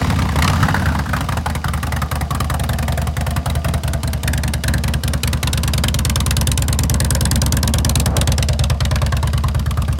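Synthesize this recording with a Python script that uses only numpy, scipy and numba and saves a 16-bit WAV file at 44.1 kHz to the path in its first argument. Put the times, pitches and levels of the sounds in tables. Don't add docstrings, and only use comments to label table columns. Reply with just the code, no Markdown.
import sys
import numpy as np
from scipy import signal
from scipy.fft import rfft, irfft
from scipy.io import wavfile
from numba import njit

SR = 44100
rng = np.random.default_rng(int(sys.argv[2]) if len(sys.argv) > 2 else 0)


def store_pcm(level_fs):
    pcm = np.round(np.clip(level_fs, -1, 1) * 32767).astype(np.int16)
    wavfile.write(sys.argv[1], SR, np.atleast_2d(pcm).T)


N = 440559
TIME = np.arange(N) / SR


def undb(db):
    return 10 ** (np.asarray(db) / 20)


def curve(rows):
    seconds, *columns = np.transpose(rows)
    return [np.interp(TIME, seconds, column) for column in columns]


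def levels_at(times, rows):
    return np.transpose([np.interp(times, TIME, level) for level in curve(rows)])


def colour(x, points, size=2048):
    hz, db = np.transpose(points)
    freqs = np.maximum(np.arange(size // 2 + 1) * SR / size, 1)
    gains = undb(np.interp(np.log(freqs), np.log(hz), db))
    cepstrum = irfft(np.log(gains))
    cepstrum[1:size // 2] *= 2
    cepstrum[size // 2 + 1:] = 0
    response = irfft(np.exp(rfft(cepstrum)))
    return signal.oaconvolve(x, response / np.linalg.norm(response))[:N]


def low_pass(order, hz):
    return signal.butter(order, hz, fs=SR, output="sos")


def resonance(x, hz, width_hz):
    return signal.lfilter(*signal.iirpeak(hz, hz / width_hz, fs=SR), x)


@njit
def glide(x, hz, width_hz):
    y, band, low = np.empty(len(x)), 0., 0.
    for i in range(len(x)):
        tuning, damping = np.tan(np.pi * hz[i] / SR), width_hz[i] / hz[i]
        ring = (band + tuning * (x[i] - low)) / (1 + tuning * (tuning + damping))
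        band, low = 2 * ring - band, low + 2 * tuning * ring
        y[i] = damping * ring
    return y


def puffs(times, db, rise_s, hold_s, fall_s, tail_db, tail_s, patchy_db=0, size=4096):
    t = TIME[:size]
    after = np.maximum(t - rise_s - hold_s, 0)
    tail = undb(tail_db) * np.exp(-after / tail_s)
    shape = np.minimum(t / rise_s, 1) * (np.exp(-after / fall_s) + tail)
    bumps = signal.resample(rng.standard_normal((len(times), 56)), size // 2, axis=1)
    spectra = rng.standard_normal((len(times), size)).view(complex) * undb(patchy_db * bumps)
    bursts = irfft(spectra, size) * shape
    bursts *= (undb(db) * np.linalg.norm(shape) / np.linalg.norm(bursts, axis=1))[:, None]
    out = np.zeros(N + size)
    for start, burst in zip(np.clip(times * SR, 0, N).astype(int), bursts):
        out[start:start + size] += burst
    return out[:N]


# time in seconds, turns per minute.
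ENGINE_SPEED = [(0.0, 2206.6), (0.32, 1719.2), (0.58, 2451.0), (0.91, 1819.8), (1.44, 1326.7),
                (2.18, 1239.2), (3.03, 1269.2), (3.24, 1215.1), (3.68, 1312.6), (3.81, 1218.6),
                (4.43, 1182.3), (5.34, 1229.5), (5.53, 1162.5), (5.74, 1185.9), (6.01, 1108.0),
                (6.39, 1161.8), (6.8, 1110.2), (7.14, 1170.8), (7.86, 1090.1), (7.97, 1162.0),
                (8.14, 1106.5), (8.53, 1146.1), (8.6, 1121.2), (9.39, 1149.4), (9.64, 1035.7),
                (10.0, 1169.7)]
def speed_ratio(idle_rpm=1200):
    return curve(ENGINE_SPEED)[0] / idle_rpm


def crank_times(place, first_firing=.794):
    cycles = np.cumsum(curve(ENGINE_SPEED)[0]) / (2 * 60 * SR) - first_firing - place
    return np.interp(np.arange(np.ceil(cycles[0]), cycles[-1]), cycles, TIME)


# time in seconds, facing the pipe mouths from 0 to 1,
# delay of the ground echo in milliseconds.
WALK = [(0, 0.07, 0.67), (.9, 0.34, 1.1), (1.4, 0.25, 1.15), (2.3, 0.27, 1.66), (4.5, .47, 1.28),
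        (5.5, 0.39, 1.8), (7.3, 1, 1.96), (8.5, .62, 1.34), (10, 0.36, 2.43)]
def facing_pipes():
    return curve(WALK)[0]


# place in the cycle from 0 to 1, level in dB.
VALVES = [(0.281, -38.5), (.7, -35.5)]
# time in seconds, boost in dB.
TICK_BOOST = [(0, -2), (3, -2.5), (8.4, -5), (9, 2), (10, 3)]
# pitch in Hz, relative level in dB.
TICK_TONE = [(800, -33), (1800, 6), (3000, 7), (3800, 1), (5500, -3), (8500, -16), (12000, -12),
             (15500, -22)]
WHIRR_TONE = [(25, -31), (100, -24), (250, 8.5), (400, -0.5), (700, 0.5), (1200, -6), (2000, -7),
              (3000, -10), (5000, -11), (7000, -14.5), (11000, -21.5), (15500, -29)]
# pitch in Hz, width in Hz, boost in dB.
FIN_NOTES = [(461, 16, 10), (1193, 14, 16), (1400, 65, -1), (2925, 28, 3), (3800, 75, 0), (4860, 290, -4)]
def clatter(idle_db=-2, db_per_doubling=10, behind_db=-8):
    ticks = 0
    for place, db in VALVES:
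        times = crank_times(place)
        ticks += puffs(times, db + 2 * rng.standard_normal(len(times)),
                       rise_s=.001, hold_s=.002, fall_s=.004, tail_db=-24, tail_s=.012, patchy_db=2)
    whirr = undb(-37.5) * colour(rng.standard_normal(N), WHIRR_TONE)
    shake = whirr + undb(curve(TICK_BOOST)[0]) * colour(ticks, TICK_TONE)
    fins = sum(undb(db) * resonance(shake, hz, width) for hz, width, db in FIN_NOTES)
    level_db = idle_db + db_per_doubling * np.log2(speed_ratio()) + behind_db * facing_pipes()
    return undb(level_db) * (shake + fins)


# time in seconds, then relative boom, bark and crack levels in dB.
FIRING_LEVELS = [(0, 0, -22.5, -29), (.3, -4, -22, -32), (.45, -5.5, -21.5, -20.5), (.6, -1.5, -16.5, -29),
                 (1, -1.5, -19, -29.5), (1.2, -2.5, -17.5, -25.5), (2.5, -1, -19, -24.5),
                 (3.7, 1, -19.5, -23.5), (4.2, 0, -27, -19.5), (4.7, 1.5, -23, -18), (5.5, 1.5, -21, -14),
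                 (6.3, 3, -23.5, -11), (7.2, 3.5, -25.5, -14.5), (8.45, 4.5, -23.5, -10.5),
                 (8.9, 4.5, -19.5, -17), (10, 3, -30, -33)]
# time in seconds, then boom, bark and crack changes in dB.
REAR_CHANGES = [(0, -0.5, 3, -5), (1.5, -3.5, -1, -3.5), (7, -4, 1.5, -1.5), (9, -5, -2, 1),
                (10, -7, -2.5, 3.5)]
# time in seconds, boom change in dB, gas noise change in dB.
MISFIRES = [(.05, -16, -0.5), (.59, -4, -13), (.608, -0.5, 0), (.655, -15, -5), (.8, -9, -2),
            (.925, -8, -8), (1.016, -6, -20), (1.06, -6, -9), (1.24, -2.5, -8), (1.41, -6, -16),
            (1.59, -8, -29), (1.775, -4, -7), (2.06, -11, -19), (2.25, -8, -22), (2.44, 0, -6.5),
            (3.11, -7, -22), (3.4, -13, -34), (3.59, -6, -21), (3.78, -9, -13), (3.975, -5.5, -23),
            (4.17, -6, -17.5), (4.58, -8, -22), (4.78, -1.5, -7), (4.98, -9, -37), (5.18, -9, -20),
            (5.37, -7, -15.5), (8.11, -2, -25), (8.53, -3, -7), (8.745, -6.5, -22)]
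BANGS = [(.096, 0, 6), (.185, 0, 7), (.22, 3, 6), (.357, 4, 5), (.386, 4.5, 8.5), (.422, 2, 9.5),
         (.447, 2.5, 6.5), (.477, 4, 7), (.5, 5.5, 4), (.627, 1.5, 3), (.687, 0, 0.5), (.736, -4, 3),
         (.855, 3, 4.5), (1.162, -1.5, 3.5), (2.4, 2, 3), (4.275, 3, 5.5), (4.68, 2, 5.5), (8.91, 0, -0.5)]
def cylinder_firings(rear_lag_cycles=.428, idle_jitter_s=.0003, bark_share=.83):
    front, rear = crank_times(0), crank_times(rear_lag_cycles)
    times = np.concatenate([front, rear])
    chance = rng.standard_normal((len(times), 4))
    scatter_db = np.array([.5, 1.6, .9])
    db = levels_at(times, FIRING_LEVELS) + scatter_db * chance[:, 1:]
    db[len(front):] += levels_at(rear, REAR_CHANGES)
    for when, boom_db, gas_db in MISFIRES + BANGS:
        nearest = np.argmin(abs(times - when))
        db[nearest] += boom_db, bark_share * gas_db, gas_db
    ragged = np.interp(times, TIME, speed_ratio()) ** 3.6
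    starts = times + idle_jitter_s * ragged * chance[:, 0]
    return np.split(np.column_stack([starts, db]), [len(front)])


# pitch at idle in Hz, width at idle in Hz,
# boost in dB, direction of the swing at the mouth (1 or -1).
FRONT_PIPE = [(70.27, 26.87, 19.5, 1), (77.2, 54.46, 18, -1), (95.9, 17.3, 5, 1), (144.54, 46.7, 13.5, 1),
              (153.24, 29.3, 11, -1)]
REAR_PIPE = [(74.33, 27.45, 17, 1), (75.5, 14.9, 20, -1), (132.6, 16.5, 4, -1), (168.3, 5.2, 3, 1),
             (221.2, 30.14, 11.5, -1), (221.5, 23.6, 13, 1)]
def boom(firings, notes, lead_s, gain_db):
    times, boom_db, _, _ = np.transpose(firings)
    starts = np.clip((times - lead_s) * SR, 0, N - 1).astype(int)
    kicks = np.bincount(starts, undb(boom_db + gain_db), N)
    push = signal.sosfiltfilt(low_pass(2, hz=700), kicks, padtype=None)
    heat = speed_ratio() ** .234
    return sum(sign * undb(db) * glide(push, hz * heat, width * heat) for hz, width, db, sign in notes)


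# pitch in Hz, relative level in dB.
GROWL_TONE = [(30, -61), (90, -16.5), (170, 3), (235, 3.5), (300, -4), (400, -14.5), (600, -12),
              (1000, -13), (2500, -54)]
BARK_SIDE = [(200, 10.5), (380, -5), (520, -1), (720, 5), (950, 6), (1200, -0.5), (1450, -1), (1950, 2),
             (2400, -10), (3200, -17), (6000, -15.5), (14000, -16.5)]
BARK_BEHIND = [(200, -4.5), (380, -17), (520, 12), (720, -0.5), (1050, 8), (1300, 4), (1600, 9), (2100, 0),
               (3200, -5), (6000, -25)]
CRACK_SIDE = [(1000, -58.5), (2000, 2), (2900, 8), (4000, 6.5), (5200, 1.5), (6500, -2), (9000, 3.5),
              (12000, -0.5), (15500, -9.5)]
CRACK_BEHIND = [(1000, -10), (2400, -10), (3400, 2), (4500, 1.5), (6500, 1), (9000, 1), (10500, -2.5),
                (12500, -7), (15500, -15)]
# time in seconds, pitch in Hz, boost in dB.
BARK_RING = [(0, 970, -16), (.5, 1240, 9.5), (.75, 1460, 7), (1.3, 1190, 3.5), (2.3, 1196, 6.5),
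             (3.5, 1110, -21), (4.3, 1780, 5.5), (4.9, 1650, 2), (5.6, 1340, -1), (7.4, 1050, -23),
             (8.8, 970, -3), (9.5, 1180, 9.5)]
# time in seconds, boost in dB.
GROWL_BOOST = [(0, -2), (3.2, -7.5), (4.1, -0.5), (5.5, -2), (8.15, 3.5), (8.5, -12.5), (10, -6)]
FIZZ_BOOST = [(0, -10), (.8, -5.5), (2.3, 0.5), (3.5, 0), (4.7, -1.5), (5.5, -4), (7.3, 3), (8.15, -1.5),
              (8.5, -12), (10, 1)]
def gas_jet(firings, bark_db, crack_db, snap_db):
    times, booms, barks, cracks = np.transpose(firings)
    growl = puffs(times, (booms + barks) / 2 - 17,
                  rise_s=.0045, hold_s=.018, fall_s=.058, tail_db=-13, tail_s=.041)
    bark = puffs(times - .001, barks + bark_db,
                 rise_s=.00075, hold_s=.0032, fall_s=.011, tail_db=-6.5, tail_s=.009, patchy_db=3.5)
    rattle = puffs(times, barks + bark_db,
                   rise_s=.0034, hold_s=.0031, fall_s=.0055, tail_db=-4.5, tail_s=.026, patchy_db=2.5)
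    crack = puffs(times - .0007, cracks + crack_db,
                  rise_s=.002, hold_s=.0028, fall_s=.0028, tail_db=-14, tail_s=.01, patchy_db=2.8)
    snap = puffs(times - .0004, cracks + snap_db,
                 rise_s=.0015, hold_s=.0019, fall_s=.0013, tail_db=-19, tail_s=.009, patchy_db=2.4)
    spit = puffs(times + .014, cracks - 21,
                 rise_s=.003, hold_s=.003, fall_s=.005, tail_db=-16, tail_s=.01, patchy_db=2)
    side = colour(bark, BARK_SIDE) + colour(crack, CRACK_SIDE)
    behind = colour(rattle, BARK_BEHIND) + colour(snap, CRACK_BEHIND) + colour(spit, CRACK_SIDE)
    facing = facing_pipes()
    jet = (1 - facing) * side + facing * behind
    ring_hz, ring_db = curve(BARK_RING)
    jet += undb(ring_db) * glide(jet, ring_hz, .13 * ring_hz)
    body = signal.sosfiltfilt(low_pass(2, hz=7000), jet)
    fizz = undb(curve(FIZZ_BOOST)[0]) * (jet - body)
    return body + fizz + undb(curve(GROWL_BOOST)[0]) * colour(growl, GROWL_TONE)


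# time in seconds, pitch in Hz, width in Hz, level in dB.
HONK = [(0, 900, 300, -57), (1.2, 920, 300, -47), (2.3, 720, 140, -33), (3.7, 675, 59.7, -34.5),
        (4.5, 617, 120, -39), (5.3, 500, 310, -45.5), (7.4, 480, 410, -44), (8.1, 565, 403, -30.5),
        (8.5, 607, 202, -33.5), (10, 636, 150, -42)]
def honk(firings):
    times, booms, _, _ = np.transpose(firings)
    hz, width_hz, db = curve(HONK)
    gulps = puffs(times, booms / 2, rise_s=.003, hold_s=.012, fall_s=.022, tail_db=-10, tail_s=.05)
    note = glide(glide(gulps, hz, width_hz), hz, 2 * width_hz) / np.sqrt(width_hz)
    return undb(db) * note / np.sqrt(np.mean(note ** 2))


def ground_echo(x, share=.17):
    delay_s = curve(WALK)[1] / 1000
    dull = signal.sosfilt(low_pass(1, hz=2000), x)
    return x + share * np.interp(TIME - delay_s, TIME, dull)


def hollow(x, depth=.27):
    aside = 1 - facing_pipes() ** 2
    return x - depth * aside * resonance(x, hz=350, width_hz=60)


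def shrub_echo(x, echo_db=-24, delay_s=.02, decay_s=.012):
    t = TIME[:SR // 2]
    tail = rng.standard_normal(len(t)) * np.exp(-t / decay_s) * (t > delay_s)
    echo = signal.oaconvolve(x, tail / np.linalg.norm(tail))[:N]
    return x + undb(echo_db) * signal.sosfilt(low_pass(1, hz=2000), echo)


# start in seconds, level in dB.
GUSTS = [(8.115, -24)]
# pitch in Hz, relative level in dB.
GUST_TONE = [(60, -15), (250, 0), (550, -1), (1200, -7), (1800, -19), (4000, -37), (12000, -55)]
def exhaust_gust():
    times, db = np.transpose(GUSTS)
    rush = puffs(times, db, rise_s=.036, hold_s=.016, fall_s=.008, tail_db=-20, tail_s=.01)
    return colour(rush, GUST_TONE)


def scene():
    front, rear = cylinder_firings()
    booms = boom(front, FRONT_PIPE, lead_s=-.0007, gain_db=34)
    booms += boom(rear, REAR_PIPE, lead_s=.004, gain_db=37.5)
    jets = gas_jet(front, bark_db=-1, crack_db=1.5, snap_db=1)
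    jets += gas_jet(rear, bark_db=-3.5, crack_db=3.5, snap_db=0)
    bike = booms + ground_echo(jets + clatter()) + honk(np.vstack([front, rear]))
    return (shrub_echo(hollow(bike)) + exhaust_gust())[None]


def record(dry):
    rumble_hz, ceiling, top_hz = 36, .76, 15900
    rumble_cut = signal.butter(2, rumble_hz, "high", fs=SR, output="sos")
    lean = dry
    for _ in range(3):
        lean = signal.sosfilt(rumble_cut, lean)
    rounded = lean / (1 + (lean / ceiling) ** 8) ** (1 / 8)
    return signal.sosfiltfilt(signal.ellip(8, .1, 50, top_hz, fs=SR, output="sos"), rounded)


dry = scene()
out = record(dry)
store_pcm(out)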